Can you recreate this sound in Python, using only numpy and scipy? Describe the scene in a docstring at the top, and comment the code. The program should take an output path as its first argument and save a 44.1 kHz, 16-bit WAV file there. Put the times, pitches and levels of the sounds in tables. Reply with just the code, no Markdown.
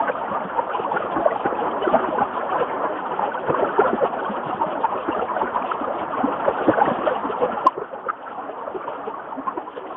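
"""Between boulders, close to a dull microphone, a small stream tumbles.
Many plops sound as short tones of climbing pitch, each in a ragged wash of filtered noise.
Around them lie a patchy rush of noise bands, a carpet of small ringing bubbles and a fine hiss of spray.
One loud hollow knock overloads the recorder with a click; the recorded level drops after it and stays lower."""
import sys
import numpy as np
from scipy import signal
from scipy.io import wavfile
from scipy.ndimage import uniform_filter1d, minimum_filter1d

SR = 44100
rng = np.random.default_rng(int(sys.argv[2]) if len(sys.argv) > 2 else 0)


def store_wav(level_fs):
    """Save 16-bit WAV to argv[1]."""
    pcm = np.round(np.clip(np.atleast_2d(level_fs), -1, 1) * 32767)
    wavfile.write(sys.argv[1], SR, pcm.T.astype(np.int16))


N = 439236   # samples, just under 10 s

# Single plops and high droplets, with some extra tones around the knock; levels stand ahead of the limiter.
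# Each row: centre in seconds, pitch in Hz, peak in dB, length at half height in ms.
SINGLE_PLOPS = [(0.008, 896, -13, 13), (0.086, 1533, -16.5, 11.6), (0.099, 512, -14, 7.9),
                (0.117, 2395, -33, 5), (0.224, 916, -23.5, 23), (0.353, 1190, -20, 21),
                (0.497, 1360, -23, 7.7), (0.589, 915, -13.5, 17), (0.596, 506, -18.5, 14.5),
                (0.703, 1220, -22, 11), (0.799, 428, -15, 7.2), (0.85, 964, -17.5, 11),
                (0.921, 890, -14.5, 7.4), (0.966, 845, -20, 8.3), (0.971, 1410, -17, 10),
                (1.028, 1255, -19.5, 11), (1.176, 316, -20, 34), (1.263, 606, 3, 5.2),
                (1.314, 1954, -29, 8.4), (1.32, 657, -14.5, 9.5), (1.363, 814, -13.5, 6.1),
                (1.459, 329, -6, 4.2), (1.46, 1464, -20.5, 11), (1.468, 807, -19, 31),
                (1.529, 506, -19, 18), (1.681, 870, -20, 10), (1.831, 2990, -32.5, 15),
                (1.876, 380, -10, 4.4), (1.88, 1290, -17.5, 5.4), (1.899, 1150, -17.5, 10),
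                (1.945, 230, -17, 19), (1.948, 662, -5, 12), (1.953, 764, -8.5, 11.5),
                (2.044, 980, -17, 12), (2.089, 329, -17.5, 6.6), (2.183, 436, -17, 5.1),
                (2.214, 273, -16.5, 14), (2.221, 807, -11, 18), (2.546, 810, -20.5, 14),
                (2.613, 495, -19, 33), (2.843, 642, -14, 6.5), (2.854, 985, -21, 17),
                (3.195, 920, -14, 4.6), (3.236, 818, -16.5, 27), (3.349, 930, -15, 6.1),
                (3.502, 162, -25, 12), (3.503, 452, -9, 6.4), (3.51, 296, -19.5, 7.9),
                (3.547, 1015, -13, 3.7), (3.631, 408, -16, 12), (3.79, 922, -14.5, 12),
                (3.797, 402, -1, 6.8), (3.805, 1370, -11.5, 7.8), (3.818, 760, -10.5, 7.9),
                (3.856, 524, -17.5, 17), (3.934, 357, -9.5, 3.9), (3.941, 233, -19, 22),
                (4.026, 588, -11, 12), (4.04, 515, -11.5, 10), (4.058, 710, -19, 12),
                (4.257, 3177, -36.5, 8), (4.288, 875, -21.5, 8), (4.468, 150, -29, 10),
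                (4.494, 292, -22, 9.2), (4.621, 906, -12.5, 16.4), (4.848, 879, -7.5, 12.3),
                (4.927, 816, -21, 12), (4.956, 480, -21.5, 13), (5.092, 342, -9.5, 9.6),
                (5.125, 2770, -34, 14), (5.227, 475, -17.5, 17), (5.307, 1010, -19, 24),
                (5.368, 706, -16.5, 8.3), (5.418, 895, -14, 13), (5.438, 390, -17.5, 19),
                (5.562, 960, -14, 19), (5.625, 2400, -32, 3.6), (5.718, 1290, -14.5, 5.5),
                (5.752, 910, -17.5, 11), (5.882, 513, -19.5, 9.7), (5.91, 580, -17, 10),
                (6.178, 1096, -22, 14), (6.193, 420, -19.5, 7.9), (6.209, 758, -18, 14),
                (6.245, 254, -13.5, 13), (6.281, 490, -18, 16), (6.454, 994, -9.5, 4.6),
                (6.484, 560, -4, 5), (6.491, 404, -12.5, 19), (6.615, 408, -13, 8),
                (6.687, 309, -4.5, 12.6), (6.693, 548, -3.5, 9.4), (6.696, 130, -20.5, 10.4),
                (6.781, 650, -10, 13), (6.805, 1490, -18, 6), (6.82, 824, -6.5, 14),
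                (6.861, 1840, -24.5, 6.5), (6.874, 155, -26, 23), (6.876, 324, -11.5, 6.4),
                (6.912, 514, -14.5, 4.8), (6.918, 227, -16, 4.6), (7.076, 584, -12.5, 11),
                (7.253, 286, -22.5, 17), (7.3, 420, -20, 14), (7.435, 490, -11, 29), (7.659, 596, -17, 3.2),
                (7.662, 310, -19, 8.5), (7.666, 760, -11.5, 4.4), (7.668, 2806, -36, 17),
                (7.687, 980, -19, 7), (7.78, 397, -19.5, 8.1), (7.82, 417, -22, 11),
                (7.935, 532, -27.5, 11.4), (8.069, 487, -24, 9.9), (8.089, 1330, -17.5, 3.1),
                (8.1, 1264, -12, 6.4), (8.277, 1326, -27.5, 13), (8.388, 748, -24, 23),
                (8.448, 297, -31.5, 25), (8.496, 622, -22.5, 11.4), (8.677, 608, -19.5, 10),
                (8.76, 380, -20.5, 18), (8.842, 1170, -25, 6.5), (8.881, 970, -22, 10),
                (8.889, 573, -25, 9.1), (9.08, 440, -24.5, 14.5), (9.326, 890, -24, 12),
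                (9.388, 273, -27, 22), (9.481, 1054, -16, 16.3), (9.579, 970, -20.5, 10),
                (9.58, 324, -16, 5.8), (9.778, 484, -21, 15)]
# The smaller plops: how far they peak above the rush reference, by pitch.
# Each row: pitch in Hz, peak above the reference in dB.
SMALL_PLOP_PEAKS = [(180, -3.5), (400, 3.5), (900, 4), (1400, -0.1), (2000, -12), (3300, -13)]
# The one hollow knock, flat at the top for two thirds of its length.
# The row: centre in seconds, pitch in Hz, peak in dB, length in ms.
KNOCK_EVENT = (7.6706, 1046, -3.5, 8.5)
# Level of rush and spray as recorded, trimmed in scene(); the drop after the knock is included.
# Each row: time in seconds, rush reference in dB, spray hiss reference in dB.
RECORDED_LEVELS = [(0.0, -24.5, -49), (0.4, -26.5, -51.5), (1.0, -25.5, -48), (1.7, -24, -49),
                   (2.2, -23.5, -48.5), (3.3, -26.5, -52.5), (3.85, -22, -49.5), (4.1, -25, -51),
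                   (4.75, -25.5, -50), (5.3, -25.5, -48), (6.2, -26, -51), (6.85, -22, -46),
                   (7.62, -26.5, -50), (7.71, -34.5, -61.5), (8.5, -35, -58), (9.0, -31.5, -56.5),
                   (9.3, -33.5, -59.5), (9.96, -32.5, -54.5)]
# The colour of the rush. Each row: frequency in Hz, relative level in dB per Hz.
RUSH_SPECTRUM = [(15, -53.5), (25, -34.5), (42, -18), (114, -17), (238, -5.5), (374, -6), (478, -0.5),
                 (928, 1.5), (1460, -5), (1940, -34), (2300, -25), (2990, -56.5), (5060, -120)]
# The mix of small bubble sizes. Each row: ringing pitch in Hz, relative level in dB.
BUBBLE_SIZES = [(120, -32.5), (250, -4.5), (500, 2.5), (1000, 6.5), (1500, -1), (2200, -30.5)]

SMALL_COUNT, SMALL_SPREAD_DB = 85, 2   # number of small plops; level scatter, plus or minus
SMALL_SHORT_MS, SMALL_LONG_MS = 4.5, 19.0
LOW_CUT_HZ, LIMIT_TOP = 56, .66        # LIMIT_TOP and OVERLOAD are amplitudes, full scale = 1
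MIC_EDGE_HZ, OVERLOAD = 3181, .7
FAINT_HISS_DB, CUTOFF_HZ = -86.5, 15800


def plops(rows, rise_hz, lean, deep_hz, wash_db, wash_length, wash_width):
    """Each plop swells, rings and fades while its pitch climbs, inside a longer ragged wash of nearby pitch.
    Returns the sound, its outline and the outline of the deep ones."""
    sound, outline, deep = np.zeros((3, N))
    white = rng.standard_normal(N)
    start_turns = rng.random(len(rows))   # starting phase, in turns
    for (centre_s, hz, peak_db, ms), turn in zip(rows, start_turns):
        half_s = max(ms, 1) / 2000
        first = max(int((centre_s - 8 * half_s) * SR), 0)
        last = min(int((centre_s + 12 * half_s) * SR), N)
        at = np.arange(first, last)
        u = (at / SR - centre_s) / half_s   # time in half-lengths from the centre

        # the swell is steeper than the fade
        fall_db = 6 * u ** 2 * np.where(u < 0, lean, 1 / lean)
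        shape = from_db(peak_db - fall_db)
        climb = rise_hz * np.sqrt(hz / 1000) * u ** 2   # higher plops climb more
        turns = half_s * (hz * u + climb) + turn
        sound[at] += shape * np.sin(2 * np.pi * turns)

        # the air pocket breaks into smaller bubbles
        wash = rms_one(resonance(white[at], hz, wash_width * hz))
        sound[at] += from_db(peak_db + wash_db - fall_db / wash_length ** 2) * wash

        outline[at] += shape
        deep[at] += shape / (1 + (hz / deep_hz) ** 4)
    return sound, outline, deep


def small_plops(rush_db):
    """Rows like those of the single plops, at random moments and pitches; their levels follow the rush."""
    when, size, strength, length = rng.random((SMALL_COUNT, 4)).T
    low_hz, high_hz = SMALL_PLOP_PEAKS[0][0], SMALL_PLOP_PEAKS[-1][0]
    hz = low_hz * (high_hz / low_hz) ** size
    scatter_db = SMALL_SPREAD_DB * (2 * strength - 1)
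    peak_db = rush_db[(when * N).astype(int)] + at_hz(SMALL_PLOP_PEAKS, hz) + scatter_db
    ms = SMALL_SHORT_MS * (SMALL_LONG_MS / SMALL_SHORT_MS) ** length
    return list(zip(when * N / SR, hz, peak_db, ms))


def knock(edge_ms):
    """A ring that holds for a few cycles, starts fast and dies more slowly; 6 dB per edge time."""
    centre_s, hz, peak_db, ms = KNOCK_EVENT
    t_ms = (np.arange(N) / SR - centre_s) * 1000
    outside_ms = np.maximum(np.abs(t_ms) - ms / 3, 0)   # time beyond the flat top
    beyond = outside_ms / np.where(t_ms < 0, edge_ms[0], edge_ms[1])
    shape = from_db(peak_db - 6 * np.minimum(beyond, 30))
    return shape * np.sin(2 * np.pi * hz * t_ms / 1000)


def rush(surge_db, own_db, splash, thump, thump_hz):
    """Third-octave bands of noise that surge together and also flicker each on its own; rms 1 between plops."""
    calm, out = 0, 0
    edges = 22 * 2 ** (np.arange(23) / 3)   # Hz
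    white = rng.standard_normal((2, N))     # neighbouring bands get unrelated noise
    for k, (low, high) in enumerate(zip(edges, edges[1:])):
        hz = np.sqrt(low * high)
        level_db = at_hz(RUSH_SPECTRUM, hz) + surge_db + own_db * drift(12)
        noise = from_db(level_db) * band(white[k % 2], low, high)
        calm = calm + noise
        bass_swell = thump / (1 + (hz / thump_hz) ** 2)   # thumps swell mainly the bass
        out = out + noise * (1 + splash + bass_swell)
    return out / np.sqrt(np.mean(calm ** 2))


def foam(per_s, surge_db, cycles, spread_db):
    """Small bubbles come at random; a resonance applied twice makes each swell and fade; rms 1."""
    strength_db = spread_db * np.minimum(rng.exponential(1, N), 3.5)
    kicks = from_db(strength_db) * rng.choice([-1, 1], N)
    born = rng.random(N) < per_s * from_db(surge_db) / SR
    dealt = rng.integers(0, 30, N)   # which of 30 pitches a bubble gets
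    out = 0
    for k, hz in enumerate(np.geomspace(130, 2200, 30)):
        r = from_db(-60 * hz / (cycles * SR))   # each resonance loses 60 dB in this many cycles
        w = 2 * np.pi * hz / SR
        once = [np.sin(w), 0, 0, 1, -2 * r * np.cos(w), r * r]
        ringing = signal.sosfilt([once, once], kicks * born * (dealt == k) + 1e-18)
        # the last two factors even out the ringing strength across pitches
        out = out + from_db(at_hz(BUBBLE_SIZES, hz)) * ringing * (1 - r) * np.sqrt(hz)
    return rms_one(out)


def spray(surge_db, own_db):
    """Fine droplets hiss in the top of the microphone's range, as three flickering noise bands; rms 1."""
    bands = [(2100, 2500, -11.0), (2420, 3250, 3.5), (3070, 3800, 2.0)]   # (Hz, Hz, relative dB)
    hiss = 0
    for low, high, level_db in bands:
        flicker = from_db(level_db + surge_db + own_db * drift(19))
        hiss = hiss + flicker * band(rng.standard_normal(N), low, high)
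    return rms_one(hiss)


def limit(x):
    """Fast limiter on the water: a smooth gain holds its peaks near or under the top."""
    held = -minimum_filter1d(-np.abs(x), size=265)                # peak level over 6 ms
    drive = uniform_filter1d(held, size=177) / LIMIT_TOP + 1e-9   # smoothed over 4 ms
    return x * np.tanh(drive) / drive


def drift(rate_hz):
    """Slow chance: noise at every 40th sample through a double one-pole low-pass; spread 1."""
    r = np.exp(-80 * np.pi * rate_hz / SR)
    white = rng.standard_normal(N // 40 + 2002)
    slow = signal.lfilter([1], [1, -2 * r, r * r], white)[2000:]   # drop the filter's start-up
    return np.interp(np.arange(N) / 40, np.arange(len(slow)), rms_one(slow))


def resonance(x, hz, width_hz):
    """Two-pole resonance applied twice."""
    r = np.exp(-np.pi * width_hz / SR)
    once = [1, 0, -1, 1, -2 * r * np.cos(2 * np.pi * hz / SR), r * r]
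    return signal.sosfilt([once, once], x)


def band(x, low_hz, high_hz):
    """Butterworth band-pass."""
    return signal.sosfilt(signal.butter(2, [low_hz, high_hz], "band", fs=SR, output="sos"), x)


def in_time(rows):
    """Curve columns at every sample."""
    s, *columns = np.transpose(rows)
    return [np.interp(np.arange(N) / SR, s, c) for c in columns]


def at_hz(points, hz):
    """Curve value on a log-frequency axis."""
    point_hz, value = np.array(points).T
    return np.interp(np.log(hz), np.log(point_hz), value)


def from_db(db):
    """Decibels to gain."""
    return 10 ** (np.asarray(db) / 20)


def rms_one(x):
    """Scale to rms 1."""
    return x / np.sqrt(np.mean(x ** 2) + 1e-20)


def scene():
    """Rush, foam and spray share their surges; every plop throws up a splash, a deep one also thumps."""
    rush_db, spray_db = in_time(RECORDED_LEVELS)
    surge = .8 * drift(9) + .6 * drift(1.7)

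    plop_sound, outline, deep = plops(SINGLE_PLOPS + small_plops(rush_db), rise_hz=12.0, lean=1.23,
                                      deep_hz=380, wash_db=-10.0, wash_length=2.22, wash_width=0.28)
    # how far a plop stands out of the rush, over 15 ms
    splash = uniform_filter1d(outline, size=661) / from_db(rush_db)
    # the displaced water moves more slowly, over 30 ms
    thump = uniform_filter1d(deep, size=1323) / from_db(rush_db)

    water = from_db(rush_db - 3) * rush(1.1 * surge, own_db=2.5, splash=0.19 * splash,
                                        thump=3.3 * thump, thump_hz=140)
    bubbles = from_db(rush_db - 4) * foam(250, 2.5 * surge, cycles=37.3, spread_db=4.0)
    droplets = spray(.5 * surge + 2.2 * drift(13), own_db=3.5)
    hiss = from_db(spray_db + 2.23) * (1 + 0.048 * splash) * droplets

    stream = plop_sound + water + bubbles + hiss
    low_cut = signal.butter(2, LOW_CUT_HZ, "high", fs=SR, output="sos")
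    thin = signal.sosfilt(low_cut, stream)   # little deep bass arrives
    return (limit(thin) + knock(edge_ms=(1.5, 3.2)))[None]


def record(dry):
    """The microphone loses the treble; overloads clip hard over a very faint steady white hiss; the top is cut."""
    dull = signal.sosfilt(signal.butter(14, MIC_EDGE_HZ, fs=SR, output="sos"), dry)
    clipped = np.clip(dull, -OVERLOAD, OVERLOAD)
    faint_hiss = from_db(FAINT_HISS_DB) * rng.standard_normal(dry.shape)
    top_cut = signal.cheby2(20, 60, CUTOFF_HZ, fs=SR, output="sos")
    return signal.sosfilt(top_cut, clipped + faint_hiss)


dry = scene()
out = record(dry)
store_wav(out)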